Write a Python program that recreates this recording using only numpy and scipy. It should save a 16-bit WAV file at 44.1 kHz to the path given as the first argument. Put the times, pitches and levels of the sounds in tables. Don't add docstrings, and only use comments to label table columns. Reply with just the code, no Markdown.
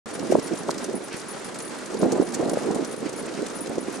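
import sys
import numpy as np
from scipy import signal
from scipy.fft import rfft, irfft
from scipy.io import wavfile
from scipy.ndimage import uniform_filter1d

SR = 44100
rng = np.random.default_rng(int(sys.argv[2]) if len(sys.argv) > 2 else 0)


def master(y):
    cut = np.clip(np.atleast_2d(y).T, -1, 1)
    pcm = np.round(cut * 32767)
    wavfile.write(sys.argv[1], SR, pcm.astype(np.int16))


N = 176400
TOP_HZ = 15800


def undb(db):
    return 10 ** (np.asarray(db) / 20)


def seconds():
    return np.arange(N) / SR


def shape(x, points):
    hz, db = np.array(points, float).T
    f = np.maximum(np.arange(N // 2 + 1) * SR / N, 1)
    return irfft(rfft(x) * undb(np.interp(np.log(f), np.log(hz), db)), N)


def colour(x, points):
    click = np.zeros(N)
    click[0] = 1
    return shape(x, points) / np.linalg.norm(shape(click, points))


def flicker(per_s, depth_db):
    step = max(int(SR / per_s), 2)
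    drift = uniform_filter1d(np.repeat(rng.standard_normal(N // step + 1), step), step)[:N]
    gain = undb(depth_db * drift / drift.std())
    return gain / np.sqrt(np.mean(gain ** 2))


def swell(at, width, db):
    return undb(db) * np.exp(-((seconds() - at) / width) ** 2 / 2)


def spread(mid, side, side_db):
    return mid + undb(side_db) * side * np.array([[1], [-1]])


def wind():
    # t/s, level/dB
    head_wind = [(.06, -41), (.17, -36.5), (.6, -35.5), (.93, -33.5), (1.08, -42.5), (1.45, -39.5),
                 (1.85, -40), (1.97, -32.5), (2.06, -25), (2.19, -26.5), (2.33, -33.5), (2.41, -25),
                 (2.53, -26), (2.6, -35), (2.66, -27), (2.79, -28), (2.92, -38), (3.3, -34.5), (3.6, -38),
                 (3.74, -35.5), (4.0, -35.5)]
    # t/s, width/s, level/dB
    gusts = [(0.225, 0.023, -30), (0.303, 0.0084, -23), (0.341, 0.02, -20), (0.386, 0.0058, -20.5),
             (0.525, 0.021, -29.5), (0.695, 0.011, -26), (0.89, 0.007, -30), (0.949, 0.01, -28),
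             (2.037, 0.012, -17.5), (2.131, 0.0087, -21), (2.227, 0.02, -28.5), (2.716, 0.0041, -31.5),
             (3.045, 0.027, -30.5), (3.413, 0.027, -28), (3.708, 0.021, -28.5)]
    # f/Hz, level/dB
    rumble_colour = [(25, -35), (80, -38), (125, -15.5), (200, -3), (290, 1), (450, -2.5), (650, -10),
                     (1000, -23), (2000, -40.5), (5000, -78)]
    # f/Hz, level/dB
    tear_colour = [(300, -32), (550, 3.5), (800, 3.5), (1050, -6.5), (1500, -31.5), (3000, -72)]
    base = undb(np.interp(seconds(), *np.array(head_wind).T))
    strength = np.sqrt(base ** 2 + sum(swell(*gust) ** 2 for gust in gusts))
    rumble = colour(rng.standard_normal(N), rumble_colour)
    rumble /= np.sqrt(uniform_filter1d(rumble ** 2, size=900))
    tear = undb(-36) * (base / base.max()) ** 1.5 * colour(rng.standard_normal(N), tear_colour)
    buffeting = np.minimum(flicker(per_s=170, depth_db=2.5), undb(5))
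    return (rumble * strength + tear) * buffeting


def tyres():
    # f/Hz, level/dB
    roll_colour = [(60, -16), (200, 0.5), (450, 3.5), (800, -0.5), (1250, 0.5), (1900, -4), (3100, -11),
                   (4500, -11), (6500, -11.5), (9500, -14.5), (10800, -23.5), (13500, -46.5), (16000, -60)]
    # t/s, width/s, level/dB
    scuffs = [(1.136, 0.016, -38), (3.067, 0.013, -42.5), (3.288, 0.011, -40.5), (3.377, 0.013, -43)]
    # f/Hz, level/dB
    scuff_colour = [(800, -9), (1500, 7), (2400, 9), (3500, 0), (5500, 2), (9000, -23), (14000, -47)]
    strength = undb(-39.5) * flicker(per_s=60, depth_db=1.5) * flicker(per_s=7, depth_db=0.57)
    mid, side = (strength * colour(rng.standard_normal(N), roll_colour) for _ in range(2))
    scuffing = sum(swell(*scuff) for scuff in scuffs) * colour(rng.standard_normal(N), scuff_colour)
    return spread(mid, side, side_db=-8.5) + scuffing


def claws():
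    # t/s, level/dB, length/s, f/Hz
    hard_steps = [(0.111, -38.5, 0.004, 5200), (0.311, -34, 0.018, 2460), (0.393, -35.5, 0.0055, 5340),
                  (0.477, -39, 0.0045, 8000), (0.573, -39, 0.0066, 6000), (0.705, -30.5, 0.008, 4600),
                  (0.779, -36, 0.0076, 5300), (0.843, -35.5, 0.0065, 6600), (1.166, -37, 0.0046, 10500),
                  (1.195, -38, 0.0039, 6000), (1.541, -42.5, 0.0079, 8000), (1.602, -37, 0.005, 7000),
                  (1.941, -38.5, .004, 6470), (2.014, -37.5, 0.0072, 6000), (2.119, -29, 0.0048, 6350),
                  (2.339, -32, 0.013, 6960), (2.495, -25, 0.0032, 8350), (2.533, -37, 0.0055, 10000),
                  (2.711, -35.5, 0.0034, 6460), (2.847, -32.5, 0.0031, 6650), (3.091, -38.5, 0.0055, 8500),
                  (3.482, -40.5, 0.0042, 7850)]
    # f/Hz, level/dB
    claw_colour = [(500, -17), (1500, 2.5), (3000, -5), (5000, -1), (6400, 0), (8000, -1), (9700, -1),
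                   (11000, -11), (13500, -19), (16000, -38)]
    patter_per_s, patter_s, rise_s = 50, 0.0054, 0.00086
    t, out = seconds(), np.zeros((2, N))
    grit = flicker(per_s=2500, depth_db=2.5) * rng.standard_normal((2, N))
    patter = []
    for k, (shift, force, pitch) in enumerate(rng.standard_normal((int(patter_per_s * N / SR), 3))):
        db = -45.5 + 5 * np.clip(force, -2, 1)
        hz = 6400 * 2 ** (0.55 * pitch)
        patter.append(((k + shift) / patter_per_s, db, patter_s, hz))
    for at, db, length, hz in hard_steps + patter:
        part = slice(*np.searchsorted(t, [at, at + 10 * length]))
        age = t[part] - at
        if len(age):
            envelope = (1 - np.exp(-age / rise_s)) * np.exp(-(age / length) ** 2 / 2)
            scratch = undb(db) * envelope * grit[:, part]
            pitched = signal.lfilter(*signal.iirpeak(min(hz, TOP_HZ), Q=2.7, fs=SR), scratch)
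            out[:, part] += undb(-3.5) * scratch + pitched
    mid, side = (colour(x, claw_colour) for x in out)
    return spread(mid, side, side_db=-10)


def harness_ring():
    # t/s, level/dB
    knocks = [(.137, -43), (.429, -38), (.457, -42), (0.584, -42), (0.811, -52), (0.953, -38.5),
              (1.039, -41), (1.161, -47), (1.197, -48), (1.284, -37), (1.309, -40.5), (1.443, -41),
              (1.585, -42.5), (1.62, -40), (1.65, -40.5), (1.989, -42.5), (2.119, -52), (2.226, -46.5),
              (2.251, -45), (2.287, -43.5), (2.513, -39), (2.578, -49), (2.87, -47), (2.919, -44),
              (2.982, -45), (3.16, -42), (3.186, -39), (3.552, -37), (3.607, -33.5), (3.636, -52),
              (3.805, -43), (3.941, -44.5)]
    # f/Hz, level/dB, time to fade by 60 dB/s, pitch scatter as a share of f
    ring_tones = [(7600, -17, .06, .004), (9740, 3, 0.11, 0.0025), (9800, 4, 0.05, 0.0152),
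                  (12850, -19, 0.073, .018), (13710, -21, .09, .007)]
    rattle_per_s, contact_s, bounce_s, bounce_db = 11, 0.00086, 0.01, -7
    t, out = seconds(), np.zeros(N)
    chances = rng.standard_normal((int(rattle_per_s * N / SR), 2))
    light_rattle = [(abs(k + shift) / rattle_per_s, -54 + 1.5 * force)
                    for k, (shift, force) in enumerate(chances)]
    for at, db in knocks + light_rattle:
        for touch in range(4):
            part = slice(*np.searchsorted(t, [at, at + .1]))
            age = t[part] - at
            push = undb(db + touch * bounce_db) * (1 - np.exp(-(age / contact_s) ** 2))
            for hz, tone_db, fade_s, scatter in ring_tones:
                detune, mix, phase = rng.standard_normal(3)
                tone = np.sin(2 * np.pi * (hz * (1 + scatter * detune) * age + phase))
                fade = np.exp(-np.log(1000) * age / fade_s)
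                out[part] += push * undb(tone_db + 2 * mix) * tone * fade
            at += bounce_s * np.exp(.4 * rng.standard_normal())
    return out


def wind_pops():
    # t/s, level/dB, f/Hz, width/cycles
    swirls = [(.3045, -16.5, 368, 0.71), (.3243, -4, 530, 0.52), (.3533, -8.5, 755, 0.51),
              (0.3558, -5, 510, 0.52), (.3858, -18, 376, 0.81), (.5231, -18.5, 336, 1.4),
              (0.693, -9, 890, 0.41), (.8959, -21, 356, 0.77), (1.146, -22.5, 298, 0.39),
              (1.9488, -21.5, 410, 1.4), (2.033, -8.5, 390, 0.43), (2.0315, -13.5, 940, 0.4),
              (2.0698, -17.5, 423, 0.94), (2.1476, -18, 431, 0.64), (2.201, -9.5, 320, 0.69),
              (2.3987, -18.5, 337, 1.1), (2.4287, -15, 556, 0.8), (2.5732, -11.5, 553, 0.48),
              (2.689, -18.5, 346, 1.1), (2.7627, -18, 485, 0.35), (2.7963, -20.5, 362, 1.2),
              (2.8287, -19, 313, 0.58), (2.9433, -22, 420, 0.63), (3.0616, -21, 337, 1.1),
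              (3.4306, -17.5, 426, 0.55), (3.777, -23.5, 457, 0.79), (3.7827, -12.5, 426, 0.43),
              (3.885, -22.5, 306, 0.57)]
    out = np.zeros(N)
    for at, db, hz, width in swirls:
        cycles = (seconds() - at) * hz
        swing = np.cos(2 * np.pi * cycles + rng.uniform(0, 2 * np.pi))
        out += undb(db) * swing * np.exp(-(cycles / width) ** 2 / 2)
    return out


def scene():
    return wind() + wind_pops() + tyres() + claws() + harness_ring()


def record(dry):
    # f/Hz, gain/dB
    first_curve = [(60, -7), (140, -1.5), (300, -3), (550, -5), (1000, -8), (2000, -8), (4000, -5.5),
                   (9000, -16)]
    # f/Hz, gain/dB
    second_curve = [(1000, -50), (2500, -24), (4000, -17), (7000, -7), (12000, -3.5)]
    first_delay_s, second_delay_s, opening_silence_s = .001633, .004036, .058
    mid = dry.mean(axis=0)
    first = shape(np.roll(mid, round(first_delay_s * SR)), first_curve)
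    second = shape(np.roll(mid, round(second_delay_s * SR)), second_curve)
    wide = spread(dry, first - second, side_db=0) * (seconds() > opening_silence_s)
    treble_cut = signal.ellip(8, .2, 70, TOP_HZ, fs=SR, output="sos")
    return signal.sosfilt(treble_cut, wide)


dry = scene()
out = record(dry)
master(out)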